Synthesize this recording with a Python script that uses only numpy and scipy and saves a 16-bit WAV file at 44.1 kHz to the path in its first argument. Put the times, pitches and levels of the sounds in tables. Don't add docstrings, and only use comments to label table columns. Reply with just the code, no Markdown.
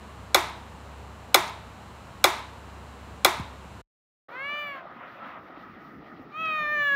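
import sys
import numpy as np
from scipy import signal
from scipy.fft import rfft, irfft, next_fast_len
from scipy.io import wavfile
from scipy.ndimage import uniform_filter1d

SR = 44100
rng = np.random.default_rng(int(sys.argv[2]) if len(sys.argv) > 2 else 0)


def inscribe(sig):
    pcm = np.round(np.clip(np.atleast_2d(sig).T, -1, 1) * 32767)
    wavfile.write(sys.argv[1], SR, pcm.astype(np.int16))


N = 306495
TIME = np.arange(N) / SR
ROOM_END_S, BED_START_S = 3.815, 4.286
TOP_HZ = 15600


def undb(db):
    return 10 ** (np.asarray(db) / 20)


def unit(x):
    return x / np.sqrt(np.mean(x ** 2))


def lookup(table, hz):
    points, values = np.transpose(table)
    return np.interp(np.log(np.maximum(hz, 1)), np.log(points), values)


def noise(colour):
    size = next_fast_len(N, real=True)
    white = rfft(rng.standard_normal(size))
    gains = undb(lookup(colour, np.fft.rfftfreq(size, 1 / SR)))
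    return unit(irfft(white * gains, size)[:N])


def walk(rate):
    step = max(int(SR / rate), 1)
    held = rng.standard_normal(N)[np.arange(N) // step]
    return unit(uniform_filter1d(held, step))


def add(out, s, sound):
    i = int(round(s * SR))
    out[i:i + len(sound)] += sound[:len(out) - i]


def patchy(x, spread_db, rate, count=10):
    size = next_fast_len(N, real=True)
    spectrum, hz = rfft(x, size), np.fft.rfftfreq(size, 1 / SR)
    centres = np.geomspace(100, 6400, count)
    bands = (irfft(spectrum * lookup(np.c_[centres, row], hz), size)[:N] for row in np.eye(count))
    return sum(band * undb(spread_db * walk(rate)) for band in bands)


def room_tone(air_db=-46, waver_db=2.0, buzz_db=-61.0, buzz_hz=199.96):
    # (frequency [Hz], relative level [dB per Hz])
    air_colour = [(20, -47.5), (35, -25), (50, -11.5), (72, -12.5), (120, -7.5), (165, -9.5), (204, -7.5),
                  (310, -15.5), (1080, -13.5), (2300, -26.5), (3630, -32.5), (6050, -39.5), (7500, -40.5),
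                  (15500, -50)]
    # (frequency [Hz], rms level before wavering [dB])
    hum_tones = [(69.8, -49.5), (99.6, -55.5)]
    # (frequency [Hz], relative level [dB])
    buzz_colour = [(1500, -11.5), (2900, 3), (3400, -8.5), (4100, -0.5), (4800, -16), (6200, -12.5),
                   (7400, -5.5), (8400, -12.5), (9000, -15), (10000, -21.5), (15000, -30.5)]
    hum = 0
    for hz, db in hum_tones:
        level = undb(db + waver_db * walk(7))
        hum = hum + level * np.sin(2 * np.pi * hz * TIME + .4 * walk(8.8))
    lines_hz = np.arange(buzz_colour[0][0] // buzz_hz, TOP_HZ // buzz_hz) * buzz_hz
    buzz = sum(undb(lookup(buzz_colour, hz)) * np.cos(2 * np.pi * hz * TIME) for hz in lines_hz)
    return undb(air_db) * noise(air_colour) + np.sqrt(2) * hum + undb(buzz_db) * unit(buzz)


def blanket(air_db=-49, patchy_db=2.5, restless_db=1.5, crossover_hz=450, rumble_db=-4, growth_db_per_s=3.0):
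    # (frequency [Hz], relative level [dB per Hz])
    cloth_colour = [(59, -61.5), (100, -29.5), (262, -12.5), (383, -41), (524, -6), (594, -9), (703, -7),
                    (831, -11.5), (1290, -4), (1490, -9), (3760, -30.5), (7830, -79.5), (15000, -76)]
    # (frequency [Hz], relative level [dB per Hz])
    bed_colour = [(18, -57.5), (30, -19.5), (202, -1.5), (315, -1.5), (561, -13.5), (691, -6),
                  (1050, -13.5), (1260, 0), (1550, -16.5), (1910, -8), (2180, -18.5), (4090, -32.5),
                  (5450, -37.5), (8060, -58), (15500, -42)]
    # (time of peak [s], level [dB], rise constant [s], fade constant [s])
    stroke_table = [(4.3, -46.5, .1, 0.75), (4.76, -44, 0.14, 0.17), (5.02, -45, 0.08, .17),
                    (5.24, -39, 0.07, 0.15), (5.49, -50.5, 0.068, 0.24), (5.77, -55, 0.043, 0.032),
                    (5.94, -53, .03, .04), (6.47, -48.5, 0.097, 0.88)]
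    strokes = []
    for s, db, rise_s, fade_s in stroke_table:
        distance = np.maximum((s - TIME) / rise_s, (TIME - s) / fade_s)
        strokes.append(undb(db) * np.exp(-distance))
    slide = noise(cloth_colour) * np.linalg.norm(strokes, axis=0)
    air = undb(air_db) * noise(bed_colour)
    rumble = signal.sosfiltfilt(signal.butter(2, crossover_hz, fs=SR, output="sos"), air)
    stir_db = rumble_db + growth_db_per_s * (TIME - BED_START_S) + restless_db * walk(19)
    return patchy(slide + air + rumble * (undb(stir_db) - 1), patchy_db, rate=20)


def clicks():
    # (time [s], rms level before decay [dB], centre [Hz], decay constant [s])
    click_table = [(1.477, -41, 4800, 0.0084), (6.455, -50, 3500, 0.0056)]
    out, t = np.zeros(N), TIME[:SR // 20]
    for s, db, hz, decay_s in click_table:
        band = signal.butter(2, [hz / np.sqrt(2), hz * np.sqrt(2)], "band", fs=SR, output="sos")
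        burst = unit(signal.sosfilt(band, rng.standard_normal(len(t))))
        add(out, s, burst * undb(db) * np.exp(-t / decay_s))
    return out


def bumps():
    # (time [s], peak level before decay [dB], first pitch [Hz], last pitch [Hz], t60 [s])
    bump_table = [(3.397, -25.5, 294, 80, 0.15), (4.854, -32, 730, 454, 0.033),
                  (5.573, -35.5, 343, 267, 0.056), (5.764, -40.5, 294, 211, 0.14),
                  (6.195, -36, 330, 251.5, 0.11)]
    out, t = np.zeros(N), TIME[:SR // 4]
    for s, db, first_hz, last_hz, t60 in bump_table:
        hz = last_hz + (first_hz - last_hz) * np.exp(-t / 0.006)
        tone = np.sin(2 * np.pi * np.cumsum(hz) / SR)
        add(out, s, tone * undb(db - 60 * t / t60) * (1 - np.exp(-t / 0.00033)))
    return out


def arch(age, rise_s, length_s, first, top, last, exponent):
    rising = np.clip(1 - age / rise_s, 0, 1)
    falling = np.clip((age - rise_s) / (length_s - rise_s), 0, 1)
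    return top + (first - top) * rising ** 2 + (last - top) * falling ** exponent


def gesture(call, mouth, close_s=.19, shut_first_hz=1250):
    start_s, length_s, level_db, swell_db_per_s, rise_s, first_hz, top_hz, last_hz, exponent = call
    open_s, open_hz, drift_hz_per_s, brighten_s, early_hz, bright_hz, dark_hz, darken_exponent = mouth
    push_at_s, push_length_s, push_hz, push_db_per_s = 6.645, 0.096, 21.8, 28.5
    age = TIME - start_s
    jaw = np.sin(np.pi / 2 * np.clip(np.minimum(age / open_s, (length_s - age) / close_s), 0, 1))
    push = np.clip((TIME - push_at_s) / push_length_s, 0, 1)
    pitch = arch(age, rise_s, length_s, first_hz, top_hz, last_hz, exponent) + push_hz * push
    swell_db = swell_db_per_s * np.clip(age - open_s, 0, length_s)
    push_db = push_db_per_s * np.maximum(TIME - push_at_s, 0)
    gain = jaw * undb(level_db + swell_db + push_db)
    first = shut_first_hz + (open_hz - shut_first_hz) * jaw + drift_hz_per_s * age
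    second = arch(age, brighten_s, length_s, early_hz, bright_hz, dark_hz, darken_exponent)
    return pitch, gain, jaw, first, second


def meow(call, mouth, throat, first_db, first_width_hz, second_db, second_width_hz, jitter, rasp,
         wander_db=2.3, shut_tilt_db_per_octave=-1.5, count=27):
    pitch, gain, jaw, first_hz, second_hz = gesture(call, mouth)
    on = gain > 0
    unsteady = np.minimum(np.sqrt(gain.max() / gain[on]), 4)
    hz = pitch[on] * (1 + unsteady * (jitter * walk(70) + rasp * walk(900))[on])
    shimmer_db = .5 * walk(60)
    partial_hz = np.arange(1, count + 1)[:, None] * hz
    first = first_db / (1 + ((partial_hz - first_hz[on]) / first_width_hz) ** 2)
    second = second_db / (1 + ((partial_hz - second_hz[on]) / second_width_hz) ** 2)
    drifts = np.array([walk(11)[on] for _ in range(count)])
    wander = wander_db * np.minimum(np.sqrt(partial_hz / 1800), 2) * drifts
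    muffle = shut_tilt_db_per_octave * (1 - jaw[on]) * np.log2(partial_hz / hz)
    gains = undb(lookup(throat, partial_hz) + first + second + muffle + wander)
    gains = gains / np.sqrt(np.sum(gains ** 2, axis=0) / 2)
    phase = 2 * np.pi * (np.cumsum(partial_hz, axis=1) / SR + rng.random((count, 1)))
    out = np.zeros(N)
    out[on] = np.sum(gains * np.sin(phase), axis=0)
    return out * gain * undb(shimmer_db)


def cat(hiss_db=-40, wet_db=-25, t60=0.54):
    # (start [s], length [s], level before swell and push [dB], swell [dB per s], pitch rise [s],
    # first pitch [Hz], top pitch [Hz], last pitch before push [Hz], fall exponent [1 straight, 2 arched])
    calls = [(4.283, .57, -32.5, -26, .29, 428.6, 590.4, 481, 2),
             (6.316, .8, -27.5, -8, .099, 564.4, 646.8, 498, 1.0)]
    # (jaw opening [s], first resonance when open, before drift [Hz], its drift [Hz per s],
    # second resonance: rise [s], first [Hz], top [Hz], last [Hz], fall exponent)
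    mouths = [(0.26, 1840, -150, 0.25, 2020, 2180, 1570, 3.3), (.2, 1232, 400, .19, 2335, 2670, 1640, 0.62)]
    # (frequency [Hz], relative level [dB])
    throat_first = [(550.0, -5), (1200.0, -3.5), (2000.0, -21), (2800.0, -2), (3600.0, -11), (4300.0, -16),
                    (5100.0, -30.5), (6200.0, -28.5), (7200.0, -32), (8200.0, -47.5), (10000.0, -38),
                    (13000.0, -47.0), (15000.0, -25)]
    throat_second = [(550, 1), (1200, -1.5), (2000, -8), (2500, -11.5), (2800, -1), (3000, -12),
                     (3200, -4.5), (3600, -3.5), (4300, -12.5), (5100, -28), (6200, -24), (7100, -23.5),
                     (8200, -54.5), (10000, -38.5), (13000, -47.5), (15000, -20)]
    hiss_colour = [(400, -18.5), (2100, -4), (2900, -15.5), (4200, -7.5), (6500, -25.0), (8500, -24.0),
                   (12500, -14.5), (15000, -9)]
    voice = meow(calls[0], mouths[0], throat_first, first_db=21.5, first_width_hz=700,
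                 second_db=22.5, second_width_hz=172, jitter=0.0022, rasp=0.0013)
    voice = voice + meow(calls[1], mouths[1], throat_second, first_db=16.5, first_width_hz=250,
                         second_db=26, second_width_hz=530, jitter=0.0017, rasp=0.0014)
    hiss = noise(hiss_colour) * uniform_filter1d(np.abs(voice), size=400)
    t = TIME[:SR // 3]
    walls = unit(rng.standard_normal(len(t)) * undb(-60 * t / t60)) / np.sqrt(len(t))
    return voice + undb(hiss_db) * hiss + undb(wet_db) * signal.fftconvolve(voice, walls)[:N]


def tick(treble_db, lag_s=0.0061, lag_hz=680, crack_db=-13.5, crack_s=.0035, rise=0.068, low_hz=330):
    # (frequency [Hz], level before swell and decay [dB], t60 [s]); the last six,
    # long-ringing rows are modes of the room, the rest belong to the metronome's case
    struck_modes = [(330, -23.5, 0.14), (373, -18, 0.13), (561, -5.5, .017), (778, -6, 0.031),
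                    (1030, -10.5, 0.014), (1260, -6, 0.02), (1393, -9, 0.028), (2018, -17, 0.069),
                    (2242, -11.5, 0.031), (2280, -14, 0.027), (3450, -6.5, 0.026), (3810, -5.5, 0.02),
                    (4090, -10, 0.022), (4830, -15, 0.025), (5280, -9, 0.014), (6390, -16.5, 0.033),
                    (6840, -13.5, 0.016), (7940, -14.5, 0.016), (9160, -13.5, .018), (11400, -11.5, .019),
                    (12300, -23.5, 0.009), (868, -35.5, 0.55), (931, -33.5, 0.76), (1024, -38, 0.65),
                    (1282.5, -37, 0.63), (2270, -39, 0.25), (3500, -40, 0.3)]
    t = TIME[:SR // 2]
    modes = 0
    for hz, db, t60 in struck_modes:
        swell = 1 - np.exp(-t / (rise * t60))
        struck_hz = hz * (1 + 0.0012 * rng.standard_normal())
        modes = modes + np.sin(2 * np.pi * struck_hz * t) * swell * undb(db - 60 * t / t60)
    crack = undb(crack_db) * rng.standard_normal(len(t)) * np.exp(-t / crack_s)
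    blow = signal.sosfilt(signal.butter(4, low_hz, "high", fs=SR, output="sos"), modes + crack)
    hz = np.fft.rfftfreq(len(t), 1 / SR)
    dispersion = np.exp(-2j * np.pi * lag_s * lag_hz * np.arctan(hz / lag_hz))
    treble = undb(treble_db * hz / (hz + 4000))
    return irfft(rfft(blow) * dispersion * treble, len(t)) * (1 - t / t[-1])


def room_ring(ring_db=-24.0, build_s=0.0045, early_db=3, early_s=.02):
    # (frequency [Hz], relative level [dB per Hz])
    ring_colour = [(150, -19.5), (270, -18), (360, -6.5), (480, -13), (700, -3.5), (950, 1.5), (1300, -4),
                   (1750, -9), (2200, -7), (2950, -16), (3700, -8.5), (4600, -17.5), (6500, -20),
                   (11500, -23), (15500, -25)]
    # (frequency [Hz], t60 [s])
    ring_decay = [(300, 0.55), (900, 0.5), (2500, 0.56), (4000, 0.52), (7000, 0.42), (14000, 0.23)]
    t = TIME[:SR]
    spectrum, hz = rfft(noise(ring_colour)[:SR]), np.fft.rfftfreq(SR, 1 / SR)
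    centres, t60s = np.transpose(ring_decay)
    ring = 0
    for row, t60 in zip(np.eye(len(centres)), t60s):
        share = lookup(np.c_[centres, row], hz)
        ring = ring + irfft(spectrum * share, SR) * undb(-60 * t / t60)
    level = undb(ring_db + early_db * np.exp(-t / early_s))
    return ring * level * (1 - np.exp(-(t / build_s) ** 2))


def metronome():
    # (time [s], level [dB], treble shelf [dB])
    blows = [(0.3451, 2.5, -4), (1.3439, 3, 0.5), (2.241, 3, -3.5), (3.2470, 2.5, -1.8)]
    # (delay [s], level relative to the blow [dB])
    echoes = [(.0108, -18), (.0127, -18.5), (.0147, -18), (.0490, -36), (.1225, -38), (.1510, -39.5)]
    out, ring = np.zeros(N), room_ring()
    for s, db, treble_db in blows:
        blow = undb(db) * tick(treble_db)
        add(out, s, blow)
        add(out, s, undb(db) * ring)
        for delay_s, echo_db in echoes:
            add(out, s + delay_s, undb(echo_db) * blow)
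    return out


def scene():
    in_room = uniform_filter1d(1. * (TIME < ROOM_END_S), size=200)
    on_bed = uniform_filter1d(1. * (TIME > BED_START_S), size=200)
    room = in_room * (room_tone() + metronome())
    bed = on_bed * (blanket() + cat())
    return (room + bed + clicks() + bumps())[None]


def record(dry):
    no_bass = signal.sosfilt(signal.butter(4, 32, "high", fs=SR, output="sos"), dry)
    clipped = np.clip(no_bass, -1, 1)
    return signal.sosfilt(signal.ellip(10, .2, 80, TOP_HZ, fs=SR, output="sos"), clipped)


dry = scene()
out = record(dry)
inscribe(out)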